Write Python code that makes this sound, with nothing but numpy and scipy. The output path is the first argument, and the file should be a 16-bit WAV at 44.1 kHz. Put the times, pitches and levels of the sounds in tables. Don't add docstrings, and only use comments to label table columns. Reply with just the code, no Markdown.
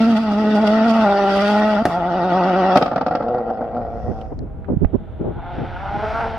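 import sys
import numpy as np
from scipy import signal
from scipy.fft import rfft, irfft, next_fast_len
from scipy.io import wavfile
from scipy.ndimage import uniform_filter1d

SR = 44100
rng = np.random.default_rng(int(sys.argv[2]) if len(sys.argv) > 2 else 0)


def master_out(mix):
    frames = np.transpose(np.atleast_2d(mix))
    ceiling = np.clip(frames, -1, 1)
    pcm = np.round(ceiling * 32767).astype(np.int16)
    wavfile.write(sys.argv[1], SR, pcm)


N = 281358
T = np.arange(N) / SR

CUT_S, RESUME_S, LIFT_S = 1.826, 1.885, 2.782
SHUT_S, COAST_S = 0.00386, 3.22

# pitch_hz, width_hz, lift_db
PULL_RESONANCES = [(830, 510, 5), (1270, 240, 6), (1905, 200, 13.5), (2330, 55, 5), (2723, 290, 8.5),
                   (3380, 330, 5.5), (4750, 180, 9.5), (5360, 86, 8), (9400, 7600, 5.5)]
# pitch_hz, width_hz, lift_db
COAST_RESONANCES = [(224, 40, -6.5), (498, 44, 9.5), (703, 110, 5.5), (1160, 100, 1), (1920, 170, 11)]
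# frequency_hz, level_db
POP_SPECTRUM = [(40, -38.5), (130, -4.5), (260, 4), (400, -15), (520, -3.5), (740, 3.5), (860, -3.5),
                (1020, -15), (1300, -0.5), (1650, -20.5), (1950, -30), (2400, -37), (4000, -78)]
# peak_s, length_s, lift_db
THROTTLE_DABS = [(3.278, .08, 6.5), (3.369, .11, 9), (3.497, .06, 8), (3.626, .08, 6), (3.778, .09, 8.5),
                 (3.868, .05, 4), (3.952, .06, 4), (4.084, .08, 4.5)]


def departing_car():
    # time_s, unevenness (0-1), jet_db
    roughness = [(0, .26, 5), (.95, .28, 4.5), (1.1, .17, 1.5), (1.8, .21, 3), (1.95, .32, 5),
                 (2.3, .27, 3.5), (2.7, .29, 4)]
    # frequency_hz, level_db
    pipe_spectrum = [(40, -48.5), (120, -14.5), (200, -3.5), (300, -1.5), (400, -11), (490, -9.5), (560, 0),
                     (650, 5.5), (870, 0), (1000, -17), (1100, -14.5), (1450, -13.5), (1680, -27.5),
                     (3500, -35), (5600, -45.5), (7000, -67), (16000, -85.5)]
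    # time_s, bass_db, middle_db, treble_db
    wheelspin = [(0.0, -14, -24, -39), (0.122, -13, -25.5, -43), (0.178, -17, -23.5, -43),
                 (0.196, -20, -27.5, -44), (0.48, -16.5, -25, -42.5), (0.53, -15.5, -29.5, -36.5),
                 (0.556, -15.5, -19.5, -46), (0.66, -17, -18.5, -40.5), (1.035, -15, -19, -38)]
    first_pull = [(1.066, -20, -14.5, -39.5), (1.166, -27, -18.5, -40), (1.494, -20, -20, -34.5),
                  (1.53, -17.5, -17, -38), (1.786, -20.5, -19.5, -39.5), (1.81, -19.5, -21, -46)]
    second_pull = [(1.9, -28.5, -20.5, -39.5), (2.008, -30, -20.5, -49), (2.302, -24, -21, -42.5),
                   (2.346, -23, -17.5, -41), (2.508, -22.5, -20, -39.5), (2.72, -24, -16.5, -39)]
    # time_s, level_db
    drone_curve = [(.08, -29.5), (.21, -38.5), (.45, -24.5), (.88, -28.5), (.97, -35.5), (1.08, -25.5),
                   (1.27, -21.5), (1.4, -26.5), (1.55, -27), (1.72, -32), (1.92, -36), (2.25, -25.5),
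                   (2.6, -23), (2.75, -26)]
    howl_curve = [(.1, -4), (.17, -2.5), (.3, 4.5), (.42, -1.5), (.58, -1), (.78, -8.5), (.95, -2.5),
                  (1.06, 4), (1.25, 1), (1.4, -7), (1.6, 0.5), (1.78, -7.5), (1.95, -2.5), (2.7, -5)]
    # centre_s, length_s, change_db
    stumbles = [(.143, 0.016, -1.5), (.218, 0.037, -7.5), (.515, 0.033, -0.5), (.616, 0.023, -7)]
    uneven, jet_db = along(roughness)
    gas = exhaust(revs(), uneven, jet_db, waver=.009, chance=.38, stagger=.11, duty=.25)
    pipe = colour(gas, pipe_spectrum, PULL_RESONANCES)
    pipe = pipe + amp(-4) * scatter(above(pipe, 1000), t60=.12, per_s=700)
    pipe = pipe + amp(-9) * scatter(above(pipe, 1000), t60=.15, per_s=900, channels=2)
    pipe = pipe + amp(-11) * scatter(above(pipe, 2200), t60=.1, per_s=700, channels=2)
    pipe = flutter(pipe, above_hz=600, depth_db=3.4, patch_hz=300)
    off_boost = ramp(CUT_S, SHUT_S) - ramp(1.8, 0.21)
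    low, middle, howl, high = registers(pipe, [630, 745, 1030])
    pipe = low * amp(-13 * off_boost) + middle + howl * amp(along(howl_curve)[0]) + high
    cut_db, reopen_s = -10.5, 0.12
    cut = ramp(CUT_S, SHUT_S) - ramp(RESUME_S - reopen_s / 2, reopen_s)
    throttle = amp(cut_db * cut) * (1 - ramp(LIFT_S, SHUT_S))
    boom, body, rasp = along(np.vstack([wheelspin, first_pull, second_pull]))
    drone = along(drone_curve)[0]
    bark = 1 + 0.49 * rasp + 0.51 * body
    falter = bumps(stumbles)
    levels = [boom, drone + falter / 2, body + falter + 0.1 * shudder(), bark + falter / 2, rasp]
    return throttle * voiced(pipe, [294, 490, 1030, 2130], levels, sway_db=0.8)


def exhaust(firing_hz, uneven, jet_db, waver, chance, stagger, duty):
    cylinders = [0.43, -0.034, 0.51, 0.3]
    # frequency_hz, level_db
    jet_spectrum = [(100, -21), (700, -19), (1050, -8), (1400, -5), (2200, -3), (3500, 1), (7000, 5)]
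    phase = np.cumsum(firing_hz * (1 + waver * drift(35.5))) / SR
    firings = np.arange(1, int(phase[-1]))
    luck, late = rng.standard_normal((len(firings), 2)).T
    odd = np.interp(firings, phase, uneven)
    bias = np.resize(cylinders, len(firings))
    strength = np.maximum(1 + odd * (bias + chance * luck), .05)
    lag = stagger * odd * (chance * late - bias)
    at = np.clip(np.interp(firings + lag, phase, np.arange(N)), 0, N - 2)
    sample, fraction = at.astype(int), at % 1
    pulses = np.bincount(sample, strength * (1 - fraction), N)
    pulses += np.bincount(sample + 1, strength * fraction, N)
    puff = (.4 + np.exp(-(phase % 1) / duty)) * np.interp(phase, firings, strength)
    puff *= amp(2.8 * drift(35))
    noise = rng.standard_normal((2, N))
    noise = noise + below(noise[0] - noise, 1200, order=4)
    return unit(pulses) + amp(jet_db) * colour(unit(noise * puff), jet_spectrum)


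def revs():
    # time_s, firing_hz
    first_revs = [(0.0, 223), (0.075, 232), (0.126, 225), (0.16, 211), (0.2, 227), (0.25, 217), (0.33, 204),
                  (0.37, 211), (0.47, 216), (0.52, 212), (0.565, 204), (0.605, 220), (0.655, 208),
                  (0.76, 219), (0.83, 222), (0.87, 232), (0.925, 224), (0.98, 224.5), (1.03, 223),
                  (1.06, 199.4), (1.245, 198), (1.39, 200), (1.6, 213), (1.73, 211), (1.775, 201),
                  (1.82, 233)]
    grip_s, climb_hz_per_s, run_down_hz_per_s, dab_hz_per_db = 1.05, 18, 150, 1.43
    first = along(first_revs)[0] * (1 + .011 * drift(13) * (T < grip_s))
    second = (173.1 + climb_hz_per_s * (T - RESUME_S)) * (1 + .037 * shudder())
    coast = 108.8 + run_down_hz_per_s * np.maximum(COAST_S - T, 0) + dab_hz_per_db * bumps(THROTTLE_DABS)
    return np.select([T < CUT_S + SHUT_S, T < LIFT_S], [first, second], coast)


def shudder():
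    crests = [1.88, 1.978, 2.075, 2.168, 2.268, 2.37, 2.483, 2.585, 2.675, 2.77]
    return np.cos(2 * np.pi * np.interp(T, crests, np.arange(len(crests)))) * (T > CUT_S + SHUT_S)


def coasting_car():
    # frequency_hz, level_db
    pipe_spectrum = [(50, -27), (120, -15), (225, 3.5), (330, -9.5), (490, -3), (600, -3.5), (760, -0.5),
                     (860, -10.5), (980, -15.5), (1350, -2.5), (1650, -20), (3000, -40), (5400, -51.5),
                     (7000, -86.5), (16000, -89.5)]
    # level_db, fade_db_per_s, share (of each dab's lift)
    bands = [(-27, 5.5, 0.9), (-44.5, 8, 0.43), (-63, 6, 0.32)]
    dabs = bumps(THROTTLE_DABS)
    uneven = .62 - .045 * dabs
    gas = exhaust(revs(), uneven, jet_db=3, waver=.02, chance=.6, stagger=.1, duty=.2)
    pipe = colour(gas, pipe_spectrum, COAST_RESONANCES)
    echoes = scatter(pipe, t60=.3, per_s=900) + scatter(above(pipe, 1100), t60=.12, per_s=1200)
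    pipe = flutter(pipe + amp(-4) * echoes, above_hz=1300, depth_db=4, patch_hz=450)
    dip_db = -15.5 * (1 - ramp(COAST_S - .05, 0.026))
    levels = [db - fade * (T - COAST_S) + share * dabs + dip_db for db, fade, share in bands]
    in_earshot = ramp(LIFT_S, SHUT_S) - ramp(4.217, 0.15)
    return voiced(pipe, [1000, 2200], levels, sway_db=0.5) * in_earshot


def backfires():
    # start_s, level_db
    bangs = [(1.8542, -0.5), (2.774, -5.5)]
    # frequency_hz, level_db
    bang_spectrum = [(30, -29.5), (120, 0), (250, 0.5), (420, -0.5), (600, 5.5), (850, -2), (1100, -17.5),
                     (1800, -11), (2500, -23.5), (5300, -27), (7500, -40), (11000, -34.5), (16000, -59)]
    hiss_spectrum = [(2000, -22.5), (5000, 0.5), (9000, -6.0), (16000, -13.0)]
    out, t = np.zeros((2, N)), T[:9000]
    shock = colour(1. * (t == 0), bang_spectrum)
    shock = shock / abs(shock).max()
    ring = np.sin(2 * np.pi * 800 * t) * np.exp(-t / 0.0094)
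    for s, db in bangs:
        flame = unit(colour(rng.standard_normal(len(t)), bang_spectrum)) * np.exp(-t / 0.0097)
        tail = unit(colour(rng.standard_normal(len(t)), POP_SPECTRUM)) * np.exp(-t / 0.014)
        grumble = unit(registers(rng.standard_normal(len(t)), [70, 520])[1]) * np.exp(-t / 0.087)
        hiss = colour(rng.standard_normal((2, len(t))), hiss_spectrum) * np.exp(-(t / 0.097) ** 2)
        add(out, s, amp(db - 2.5) * shock + amp(db - 16) * ring + amp(db - 12) * flame)
        add(out, s, amp(db - 12) * tail + amp(db - 42.5) * hiss + amp(db - 26) * grumble)
        add(out, s + .0032, amp(db - 7) * shock)
    return out


def pops():
    # start_s, level_db, crackle_offset_db
    flares = [(2.755, 1, -17.5), (2.769, -6.5, -5), (2.779, -10, -25), (2.811, -6.5, -21),
              (2.821, -5, -10.5), (2.838, -29, -26), (2.858, -10.5, -13.5), (2.876, -13.5, -20.5),
              (2.913, -10, -23), (2.93, -12, -26), (2.958, -7, -18.5), (2.976, -10.5, -20),
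              (3.009, -8.5, -18.5), (3.024, -15, -28), (3.062, -7, -19.5), (3.079, -13.5, -18),
              (3.108, -10, -24), (3.119, -13, -27), (3.133, -16.5, -22.5), (3.149, -8, -16),
              (3.166, -18.5, -26.5), (3.203, -11.5, -33), (3.222, -16.5, -22.5), (3.281, -17.5, -20.5),
              (3.342, -16.5, -24), (3.38, -19.5, -22.5), (3.476, -22.5, -27.5), (3.497, -18.5, -24),
              (3.572, -26.5, -30), (3.611, -18.5, -29), (3.638, -24, -25.5), (3.745, -26, -22),
              (3.764, -16.5, -28)]
    band_levels = [-22, -15.5, -25.5]
    # frequency_hz, level_db
    crackle_spectrum = [(800, -20), (2000, 9.5), (2700, 9), (4000, 2.5), (5000, 4.5), (7000, -22),
                        (11000, -35), (16000, -41)]
    rise_s, burn_s = 0.0024, 0.0059
    out, t = np.zeros((2, N)), T[:2600]
    envelope = np.exp(-t / burn_s) * (1 - np.exp(-t / rise_s))
    for s, db, crackle_db in flares:
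        flare = rng.standard_normal((3, len(t))) * envelope
        ringing = colour(flare[0], POP_SPECTRUM, COAST_RESONANCES)
        for band, band_db in zip(registers(ringing, [400, 1030]), band_levels):
            add(out, s, amp(db + band_db) * unit(band))
        crackle = colour(flare[1:] * np.minimum(t / 0.004, 1), crackle_spectrum)
        add(out, s, amp(db + crackle_db - 19) * unit(crackle))
    return out + amp(-11.5) * scatter(out, t60=.25, per_s=1200)


def ice_spray():
    # time_s, level_db
    surges = [(0, -36), (.1, -40), (.3, -45), (.64, -43), (.7, -38), (.8, -45), (.9, -37.5), (1.2, -43.5),
              (1.36, -34), (1.55, -35.5), (1.75, -43.5), (1.95, -55), (2.5, -60.5), (2.8, -81), (4.2, -66),
              (4.4, -110)]
    # peak_s, length_s, lift_db
    kicks = [(.175, 0.019, 7.5), (.565, 0.035, 9.5), (.675, .012, 11.5), (.9, .04, 5)]
    # frequency_hz, level_db
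    chip_spectrum = [(900, -24.5), (2000, -1), (3200, 2), (5400, -6.5), (7500, -20), (10500, -22),
                     (15000, -33.5)]
    chips_per_s = 5000
    sizes = amp(3.2 * np.minimum(rng.exponential(1, N), 5)) * (rng.random(N) < chips_per_s / SR)
    energy = signal.oaconvolve(sizes ** 2, np.exp(-T[:400] / .001))[:N]
    strikes = np.sqrt(abs(energy)) * amp(1.3 * drift(22))
    hiss = colour(strikes * rng.standard_normal((2, N)), chip_spectrum, PULL_RESONANCES)
    return amp(along(surges)[0] + bumps(kicks)) * unit(hiss)


def oncoming_car():
    # time_s, firing_hz
    far_revs = [(5.2, 160), (5.33, 164), (5.43, 171), (5.53, 177.5), (5.62, 171), (5.67, 182), (5.74, 174),
                (5.8, 191), (5.85, 194), (5.95, 208), (5.99, 205), (6.04, 216), (6.08, 213), (6.21, 235),
                (6.25, 227), (6.3, 229), (6.37, 224)]
    # time_s, bass_db, low_middle_db, high_middle_db, treble_db
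    approach = [(4.3, -58, -54.5, -58, -65), (5.15, -52, -56, -60.5, -59.5), (5.34, -53, -56, -45.5, -50.5),
                (5.44, -53, -47, -35.5, -42.5), (5.56, -38, -38, -39.5, -45.5),
                (5.72, -41.5, -41, -45, -43), (5.83, -46.5, -43, -34, -37.5),
                (5.97, -38, -40, -23.5, -38.5), (6.05, -32, -26.5, -35, -32.5),
                (6.11, -39.5, -32.5, -35, -33.5), (6.2, -35.5, -26, -26.5, -26),
                (6.27, -29, -41, -31, -35.5), (6.37, -39.5, -34, -35.5, -41.5)]
    # frequency_hz, level_db
    spectrum = [(100, -33), (230, -5), (430, -1), (550, 4), (680, 16), (860, 13), (1100, -2), (1400, 3.5),
                (1800, -13.5), (2200, -11), (3500, -39), (5500, -50), (7000, -67), (15000, -81.5)]
    # pitch_hz, width_hz, lift_db
    resonances = [(670, 99, 1), (810, 110, 2), (1440, 280, 4.5)]
    gas = exhaust(along(far_revs)[0], np.full(N, .3), 0, waver=.012, chance=.55, stagger=.11, duty=.5)
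    note = colour(gas, spectrum, resonances)
    short_echoes = amp(-9) * scatter(note, t60=.2, per_s=900)
    note = note + short_echoes + amp(-13) * scatter(note, t60=.9, per_s=1500)
    note = note + amp(-16) * scatter(note, t60=.5, per_s=1500, channels=2)
    note = flutter(note, above_hz=700, depth_db=3.5, patch_hz=260)
    return voiced(note, [570, 750, 1050], along(approach), sway_db=2.3) * ramp(4.22, 0.26)


def tyres():
    # time_s, level_db
    approach = [(4.3, -68), (5.1, -59.5), (5.35, -56), (5.55, -40.5), (5.75, -40), (5.95, -37),
                (6.1, -33.5), (6.22, -34), (6.37, -37)]
    # frequency_hz, level_db
    spectrum = [(100, -25.5), (500, -9), (850, 6), (1150, -8), (1450, 0.5), (1850, -6), (3000, -12),
                (4000, -19), (5500, -22.5), (7000, -39), (10000, -43.5), (15000, -55.5)]
    noise = rng.standard_normal((3, N))
    rush = unit(colour(noise[2] + 0.3 * noise[:2], spectrum))
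    level_db = along(approach)[0]
    low, high = registers(rush, [4200])
    dulling_db = 0.9 * (level_db - level_db.max())
    return amp(level_db) * (low + high * amp(dulling_db)) * ramp(4.1, 0.12)


def turbo():
    # time_s, level_db
    swell = [(4.6, -88), (4.95, -70), (5.3, -65), (5.5, -56.5), (5.8, -57)]
    # frequency_hz, level_db
    spectrum = [(1500, -34), (3000, -9), (3500, -11.5), (4000, -17.5), (6000, -49.5)]
    noise = rng.standard_normal((3, N))
    whistle = unit(colour(noise[:2] + noise[2], spectrum, [(3520, 220, 7.1)]))
    return amp(along(swell)[0]) * whistle * ramp(4.4, 0.33)


def wind():
    # peak_s, half_length_s, left_db, right_db, upper_edge_hz
    gusts = [(4.097, 0.062, -43, -15.5, 345.3), (4.326, 0.027, -23, -24.5, 601.3),
             (4.42, 0.1, -25, -26, 361), (4.689, 0.016, -17.5, -27, 657), (4.703, 0.03, -16.5, -17, 434),
             (4.727, 0.056, -19, -13.5, 388), (4.771, 0.025, -26, -8.5, 207), (4.83, 0.046, -47, -7.5, 295),
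             (4.85, 0.034, -26, -6.5, 91), (4.949, 0.037, -39, -7, 426), (5.215, 0.042, -17.5, -19.5, 400),
             (5.273, 0.12, -19, -21.5, 513), (5.372, 0.047, -26.5, -28, 387), (5.61, 0.12, -20, -25.5, 442),
             (5.964, 0.094, -25, -25, 340)]
    # frequency_hz, level_db
    rumble_spectrum = [(15, -20), (40, 1), (72, 1.5), (130, -5.5), (250, -14), (500, -21.5), (1200, -49),
                       (4000, -75)]
    air_spectrum = [(50, -5), (700, -3.5), (1500, -19.5), (2050, -24.5), (3000, -34.5), (6000, -48),
                    (15000, -55.5)]
    calm_db, breeze_db, breeze_s, rise_s = -41.5, -31, 3.55, 0.368
    noise = rng.standard_normal((3, N))
    rumble_db = calm_db + (breeze_db - calm_db) * ramp(breeze_s, rise_s)
    out = amp(rumble_db) * unit(colour(noise[:2] + noise[2], rumble_spectrum))
    weak_gusts = [(s, .035, *(-28.5 - 0.5 * rng.standard_normal(2)), 250)
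                  for s in rng.uniform(breeze_s + rise_s, T[-1], size=4)]
    turbulence = noise[:2] + 0.71 * noise[2]
    for s, half_s, left_db, right_db, edge_hz in list(gusts) + weak_gusts:
        swell = np.hanning(int(2 * half_s * SR)) ** 3
        eddy = below(turbulence[:, int(s * SR) - 9000:][:, :len(swell)], edge_hz, order=4)
        eddy = above(eddy, 0.15 * edge_hz, order=4) * swell
        add(out, s - half_s, amp([[left_db], [right_db]]) * amp(-7.5) * eddy / eddy.std(1, keepdims=True))
    return out + amp(-49) * unit(colour(rng.standard_normal((2, N)), air_spectrum))


def ticks():
    # start_s, pitch_hz, decay_s, left_db, right_db
    ticks_and_click = [(4.213, 3000, .004, -50, -35), (4.391, 4200, .0005, -32, -48),
                       (4.392, 1800, .0005, -42, -54), (4.644, 1350, .007, -50, -32),
                       (4.846, 700, .002, -44, -12), (4.847, 2000, .002, -50, -29)]
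    hiss_spectrum = [(2500, -31), (5400, 11), (8500, -21), (11500, -9), (13000, -36)]
    out, t = np.zeros((2, N)), T[:2000]
    for s, hz, decay_s, left_db, right_db in ticks_and_click:
        spectrum = [(hz / 2, -18), (hz, 0), (hz * 1.5, -14), (hz * 3, -36), (hz * 5, -62), (hz * 20, -105)]
        tick = colour(rng.standard_normal(len(t)) * np.exp(-t / decay_s), spectrum)
        add(out, s, amp([[left_db], [right_db]]) * tick / abs(tick).max())
    hiss = unit(colour(rng.standard_normal((2, N)), hiss_spectrum))
    return out + hiss * amp([[-62], [-72]]) * np.exp(-((T - 4.1) / 0.21) ** 2)


def scatter(x, t60, per_s, channels=1):
    t, out, turn_hz = T[:int(t60 * SR)], 0, 1.3
    turn = 2 * np.pi * (turn_hz * T + rng.random())
    for shift in np.pi * np.arange(3) / 3:
        signs = rng.choice([-1., 1.], (channels, len(t)))
        arrivals = (rng.random(signs.shape) < per_s / SR) * (t > .006)
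        taps = signs * arrivals * amp(-60 * t / t60)
        taps /= np.linalg.norm(taps, axis=1, keepdims=True)
        out = out + signal.oaconvolve(x * np.cos(turn + shift), taps, axes=1)[:, :N]
    return out * np.sqrt(2 / 3)


def flutter(x, above_hz, depth_db, patch_hz):
    hz, _, frames = signal.stft(x, SR, nperseg=512)
    patches = uniform_filter1d(rng.standard_normal(frames.shape[1:]), int(patch_hz * 512 / SR), axis=0)
    patches = unit(uniform_filter1d(patches, size=6, axis=1))
    frames = frames * amp(depth_db * patches * np.clip(hz / above_hz - .5, 0, 1)[:, None])
    return signal.istft(frames, SR, nperseg=512)[1][:, :N]


def voiced(x, edges_hz, levels_db, sway_db):
    out = 0
    for band, db in zip(registers(x, edges_hz), levels_db):
        power = uniform_filter1d(uniform_filter1d(band.mean(0) ** 2, size=2000), size=2000)
        out = out + band * amp(db + sway_db * drift(31)) / np.sqrt(abs(power) + 1e-14)
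    return out


def colour(x, spectrum, resonances=(), size=4096):
    hz = abs(np.fft.fftfreq(size, 1 / SR))
    point_hz, point_db = np.transpose(spectrum)
    db = np.interp(np.log(hz + 1), np.log(point_hz), point_db)
    db += sum(lift / (1 + (2 * (hz - f) / width) ** 2) for f, width, lift in resonances)
    taps = np.fft.ifft(np.exp(np.conj(signal.hilbert(np.log(amp(db)))))).real
    return signal.oaconvolve(np.atleast_2d(x), taps[None], axes=1)[:, :x.shape[-1]]


def registers(x, edges_hz):
    lows = [0] + [below(x, hz, order=16) for hz in edges_hz] + [x]
    return [high - low for low, high in zip(lows, lows[1:])]


def below(x, hz, order=8):
    size = next_fast_len(x.shape[-1] + 4096)
    loss = 1 + (np.fft.rfftfreq(size, 1 / SR) / hz) ** order
    return irfft(rfft(x, size) / loss, size)[..., :x.shape[-1]]


def above(x, hz, order=8):
    return x - below(x, hz, order)


def drift(hz):
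    return unit(below(rng.standard_normal(N), hz, order=4))


def along(rows):
    s, *columns = np.transpose(rows)
    return [np.interp(T, s, c) for c in columns]


def bumps(rows):
    return sum(db * np.exp(-np.log(2) * (2 * (T - s) / length) ** 4) for s, length, db in rows)


def ramp(start_s, length_s):
    return np.clip((T - start_s) / length_s, 0, 1)


def add(mix, start_s, sound):
    part = mix[:, max(round(start_s * SR), 0):][:, :sound.shape[-1]]
    part += sound[..., :part.shape[1]]


def amp(db):
    return 10 ** (np.asarray(db) / 20)


def unit(x):
    return x / np.sqrt(np.mean(x ** 2) + 1e-20)


def scene():
    # frequency_hz, left_minus_right_db
    lean = [(200, -.5), (440, -.8), (730, .5), (2000, 1.5), (3250, -1), (5000, -8), (12000, -5)]
    car = departing_car() + coasting_car() + pops() + backfires() + ice_spray()
    left = colour(car[0], [(hz, db / 2) for hz, db in lean])
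    right = colour(car[1], [(hz, -db / 2) for hz, db in lean])
    car = np.vstack([left, right])
    forest = scatter(below(car, 4000, order=4) - below(car, 320), t60=.8, per_s=2000, channels=2)
    return car + amp(-14) * forest + oncoming_car() + tyres() + turbo() + wind() + ticks()


def record(dry):
    band_limit = signal.firwin(511, 15750, window=("kaiser", 9), fs=SR)
    return signal.oaconvolve(np.clip(dry, -1, 1), band_limit[None], "same")


dry = scene()
out = record(dry)
master_out(out)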